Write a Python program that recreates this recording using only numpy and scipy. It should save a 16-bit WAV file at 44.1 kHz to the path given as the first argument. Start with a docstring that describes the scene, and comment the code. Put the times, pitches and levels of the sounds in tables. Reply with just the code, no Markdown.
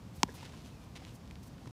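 """Catch on a sandy field

Open ground, one microphone near the catcher; a low distant rumble and one far bird lie underneath.
A ball smacks into a leather glove: the leather cracks, air in the pocket pops, the padding thuds.
Faint echoes return from the field's edge. The catcher walks on: soles scuff the sand, grit ticks,
sandals and gear knock softly, cloth swishes."""
import sys
import numpy as np
from scipy import signal
from scipy.fft import rfft, irfft
from scipy.io import wavfile

SR = 44100
rng = np.random.default_rng(int(sys.argv[2]) if len(sys.argv) > 2 else 0)


def unload_audio(sound):
    """Save the sound as a 16-bit wav file, at the path given as the first command line argument."""
    columns = np.transpose(np.atleast_2d(sound))
    # keep every value between -1 and 1, then stretch to whole-number steps
    steps = np.round(np.clip(columns, -1, 1) * 32767)
    wavfile.write(sys.argv[1], SR, steps.astype(np.int16))


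N = 77175
T = np.arange(N) / SR

CATCH_S, END_S = .2319, 1.71
CRACK_DB, CRACK_LOW_HZ, CRACK_TOP_HZ, CRACK_LEAK_DB = 5.5, 1150, 7780, -26.5
CREASE_DB, CREASE_T60_S = -31.5, 0.019   # the leather crumples just after contact
SIZZLE_DB, SIZZLE_T60_S = -33.5, .011   # the bright top of that crumpling
POCKET_HZ, POCKET_DB, POCKET_DELAY_S = 956, -17, 0.0003
THUD_START_HZ, THUD_END_HZ, THUD_SAG_S = 377, 128.4, 0.0042
THUD_DELAY_S, THUD_RISE_S, THUD_DB, THUD_SHARPNESS = 0.00284, 0.0025, -21.5, 1.4
FIELD_DB, FIELD_T60_S, FIELD_TOP_HZ = -30, 1, 3000   # diffuse scatter
SAND_CENTRE_HZ, GRAINS_PER_S, GRAIN_SPREAD_DB = 3200, 7000, 4
TICK_T60_S, TICK_GRIT = 0.0017, 0.25
BIRD_S, BIRD_DB, BIRD_BLUR_HZ = .685, -66.5, 60
BIRD_START_HZ, BIRD_END_HZ, BIRD_SAG_S = 2840, 2400, 0.052


def from_db(db):
    """Decibels to gain."""
    return 10 ** (np.asarray(db) / 20)


def rms_one(x):
    """Scale to unit rms."""
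    return x / np.sqrt(np.mean(x ** 2) + 1e-20)


def cut(x, hz, kind, order=2):
    """Butterworth low- or high-pass."""
    sos = signal.butter(order, min(hz, SR / 2 - 100), kind, fs=SR, output="sos")
    return signal.sosfilt(sos, x + 1e-18)


def bell(x, hz, db, width):
    """Lift or dip one band."""
    b, a = signal.iirpeak(hz, hz / width, fs=SR)
    return x + (from_db(db) - 1) * signal.lfilter(b, a, x)


def colour(x, spectrum, shift=1):
    """Give a noise a spectrum, its frequencies multiplied by shift; rms 1."""
    hz, db = np.transpose(spectrum)
    bins_hz = np.maximum(np.fft.rfftfreq(N, 1 / SR), 1)
    gain = from_db(np.interp(np.log(bins_hz), np.log(hz * shift), db))
    return rms_one(irfft(rfft(x) * gain, N))


def click(s):
    """A unit impulse at s seconds."""
    return 1.0 * (np.arange(N) == int(s * SR))


def dying(s, t60):
    """Sudden start, exponential decay."""
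    return (T >= s) * np.exp(-np.log(1000) * np.maximum(T - s, 0) / t60)


def envelope(s, attack, hold, t60):
    """Linear attack, hold, exponential release."""
    release = np.exp(-np.log(1000) * np.maximum(T - s - attack - hold, 0) / t60)
    return np.clip((T - s) / attack, 0, 1) * release


def air(level_db=-49.5):
    """The bed of the open field: steady distant rumble and faint hiss."""
    # spectrum of the outdoor air: f/Hz, relative level/dB
    spectrum = [(20, -46), (32, -27), (45, -5.5), (65, 2), (115, 1.5), (170, 0), (260, -6), (400, -15.5),
                (600, -17.5), (1000, -20), (1600, -27.5), (3000, -30.5), (5500, -32), (9000, -40),
                (15500, -45)]
    return from_db(level_db) * colour(rng.standard_normal(N), spectrum)


def bird():
    """One faint falling whistle, blurred by distance."""
    age = np.maximum(T - BIRD_S, 0)
    hz = BIRD_END_HZ + (BIRD_START_HZ - BIRD_END_HZ) * np.exp(-age / BIRD_SAG_S)
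    whistle = np.sin(2 * np.pi * np.cumsum(hz) / SR)
    blur = rms_one(cut(rng.standard_normal(N), BIRD_BLUR_HZ, "low"))
    return from_db(BIRD_DB) * envelope(BIRD_S, attack=.01, hold=0.018, t60=1.1) * blur * whistle


def clothes(centre_hz=9000):
    """The catcher's sleeves and hem brush in smooth, bright swishes."""
    # brushes of cloth: t/s, attack/s, hold/s, t60/s, level/dB, brightness/Hz
    swishes = [(0.125, 0.029, 0.089, 0.12, -65, 5600), (0.154, 0.0045, .012, 0.062, -63, 11000),
               (0.335, 0.01, 0.011, 0.14, -59, 9800), (0.61, 0.024, .04, 1, -77, 10000),
               (1.118, 0.036, 0.0073, 0.051, -63.5, 9000), (1.427, 0.0032, .006, 0.098, -61, 7800),
               (1.438, 0.039, 0.0055, 0.044, -62.5, 9300)]
    # spectrum of a swish of brightness centre_hz: f/Hz, relative level/dB
    cloth = [(1000, -20.5), (4000, -0.5), (9000, 1), (13000, -2.5), (18000, -6)]
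    out = np.zeros(N)
    for s, attack, hold, t60, db, hz in swishes:
        rub = colour(rng.standard_normal(N), cloth, hz / centre_hz)
        out += from_db(db) * envelope(s, attack, hold, t60) * rub
    return out


def grains():
    """Sand grains collide: dense random micro-impacts of uneven size."""
    sizes = from_db(GRAIN_SPREAD_DB * np.minimum(rng.exponential(1, N), 5))
    return sizes * rng.choice([-1, 1], N) * (rng.random(N) < GRAINS_PER_S / SR)


def footsteps():
    """Sand crunches under each sole, single grains snap, sandals and gear knock softly."""
    # soles on sand: t/s, attack/s, hold/s, t60/s, level/dB, brightness/Hz
    scuffs = [(0.274, .005, 0.045, 0.15, -63, 4750), (0.326, 0.044, 0.086, 0.46, -56, 3550),
              (0.443, 0.0046, .008, 0.19, -54.5, 2620), (0.512, 0.012, 0.056, 1, -61, 3875),
              (0.644, 0.0031, 0.029, 0.17, -59.5, 3750), (0.796, .02, 0.033, 0.088, -66.5, 4500),
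              (0.951, 0.0023, 0.021, 0.038, -50.5, 3200), (0.979, .015, 0.053, 0.15, -60.5, 3000),
              (1.057, 0.0042, .04, 0.16, -60, 3720), (1.309, .001, 0.0021, 0.0052, -53, 3200),
              (1.579, 0.0022, 0.0021, 0.016, -56.5, 2120), (1.592, .02, 0.054, .1, -70, 4500),
              (1.667, 0.007, 0.0035, .015, -54, 2600)]
    # spectrum of a scuff of brightness SAND_CENTRE_HZ: f/Hz, relative level/dB
    sand = [(150, 1), (500, 4), (1000, -2), (1600, -3), (2400, 2), (3500, -1.5), (5200, -4.5), (8000, -11),
            (12000, -21), (16000, -30)]
    # grains snapping underfoot: t/s, level before filtering/dB, f/Hz
    ticks = [(.304, -30, 4960), (0.4537, -25, 4600), (0.661, -33, 6500), (.675, -34, 5500),
             (1.0505, -23, 4100), (1.0685, -28, 3000), (1.1555, -32.5, 7500), (1.256, -32, 3980),
             (1.277, -32, 4000), (1.3106, -22.5, 3000), (1.3563, -28, 4170), (1.658, -36, 7000),
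             (1.675, -32.5, 7050)]
    # sandals and handled gear: t/s, f/Hz, level/dB, t60/s
    knocks = [(.291, 1680, -48, .035), (0.955, 110, -49, .04), (.960, 520, -49, 0.049),
              (1.019, 770, -47, 0.041), (1.3095, 2400, -48.5, .014), (1.659, 1150, -39.5, 0.0065),
              (1.672, 290, -36.5, 0.018), (1.675, 950, -43.5, 0.01)]
    out = np.zeros(N)
    for s, attack, hold, t60, db, hz in scuffs:
        crunch = colour(grains(), sand, hz / SAND_CENTRE_HZ)
        out += from_db(db) * envelope(s, attack, hold, t60) * crunch
    for s, db, hz in ticks:
        snap = click(s) + TICK_GRIT * rng.standard_normal(N) * dying(s, TICK_T60_S)
        snap = cut(snap, hz / 2, "high", order=4)
        out += from_db(db) * cut(snap, hz * 1.16, "low")
    for s, hz, db, t60 in knocks:
        out += from_db(db) * dying(s, t60) * np.sin(2 * np.pi * hz * (T - s))
    return out


def scatter(delay, t60):
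    """A smeared reflection: decaying noise of unit energy."""
    return rms_one(rng.standard_normal(N) * dying(delay, t60)) / np.sqrt(N)


def field_echoes(x):
    """What the field sends back: a few coloured echoes over a faint, long scatter."""
    # returns from the field's edge: delay/s, level before filtering/dB, t60/s, f/Hz, width/Hz
    echoes = [(.050, 0, 0.12, 505, 109), (.052, -17.5, 0.14, 1730, 450), (0.052, -31, .05, 1100, 700),
              (0.109, -27, 0.054, 1340, 1200), (0.195, -24.5, 0.052, 1410, 1600),
              (0.301, -25, 0.09, 1510, 1610)]
    response = from_db(FIELD_DB) * cut(scatter(0, FIELD_T60_S), FIELD_TOP_HZ, "low")
    for delay, db, t60, hz, width in echoes:
        b, a = signal.iirpeak(hz, hz / width, fs=SR)
        band = signal.lfilter(b, a, scatter(delay, t60) + 1e-18)
        response += from_db(db) * signal.lfilter(b, a, band)   # second pass steepens the band
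    return signal.fftconvolve(x, response)[:N]


def leather_crack():
    """The ball strikes the glove: a sharp impulse, then a brief crumpling of the leather."""
    # resonances and one dip of the leather: f/Hz, gain/dB, width/Hz
    leather = [(1150, 4.5, 153), (1820, 2.5, 350), (2270, 2.5, 130), (2700, 3, 110), (3260, 3, 170),
               (3710, -7, 450), (5230, 3.5, 390), (7050, 1.5, 620)]
    crease = from_db(CREASE_DB) * rng.standard_normal(N) * dying(CATCH_S, CREASE_T60_S)
    contact = from_db(CRACK_DB) * click(CATCH_S) + crease
    softened = signal.lfilter(signal.firwin(numtaps=31, cutoff=CRACK_TOP_HZ, fs=SR), 1, contact)
    crack = cut(softened + from_db(CRACK_LEAK_DB) * contact, CRACK_LOW_HZ, "high")
    for hz, db, width in leather:
        crack = bell(crack, hz, db, width)
    sizzle = from_db(SIZZLE_DB) * rng.standard_normal(N) * dying(CATCH_S, SIZZLE_T60_S)
    return crack + sizzle


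def pocket_pop():
    """Air trapped in the glove's pocket rings for a few cycles."""
    s = CATCH_S + POCKET_DELAY_S
    ring = -np.sin(2 * np.pi * POCKET_HZ * (T - s))
    return from_db(POCKET_DB) * ring * envelope(s, attack=0.00058, hold=0.0025, t60=0.0047)


def padding_thud():
    """Padding and hand give way: a low thud of sinking pitch."""
    age = np.maximum(T - CATCH_S - THUD_DELAY_S, 0)
    sag_cycles = (THUD_START_HZ - THUD_END_HZ) * THUD_SAG_S * (1 - np.exp(-age / THUD_SAG_S))
    cycles = THUD_END_HZ * age + sag_cycles
    swell = (age / THUD_RISE_S * np.exp(1 - age / THUD_RISE_S)) ** THUD_SHARPNESS
    return from_db(THUD_DB) * swell * np.sin(2 * np.pi * cycles)


def scene():
    """The field in mono, from beside the catcher; only the catch raises echoes."""
    catch = leather_crack() + pocket_pop() + padding_thud()
    return (air() + catch + field_echoes(catch) + footsteps() + clothes() + bird())[None]


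def record(dry):
    """The sound stops at END_S; a steep low-pass takes off the highest treble."""
    top_hz = 15450
    low_pass = signal.ellip(10, .1, 80, top_hz, fs=SR, output="sos")
    return signal.sosfilt(low_pass, dry * (T < END_S) + 1e-18)


dry = scene()
out = record(dry)
unload_audio(out)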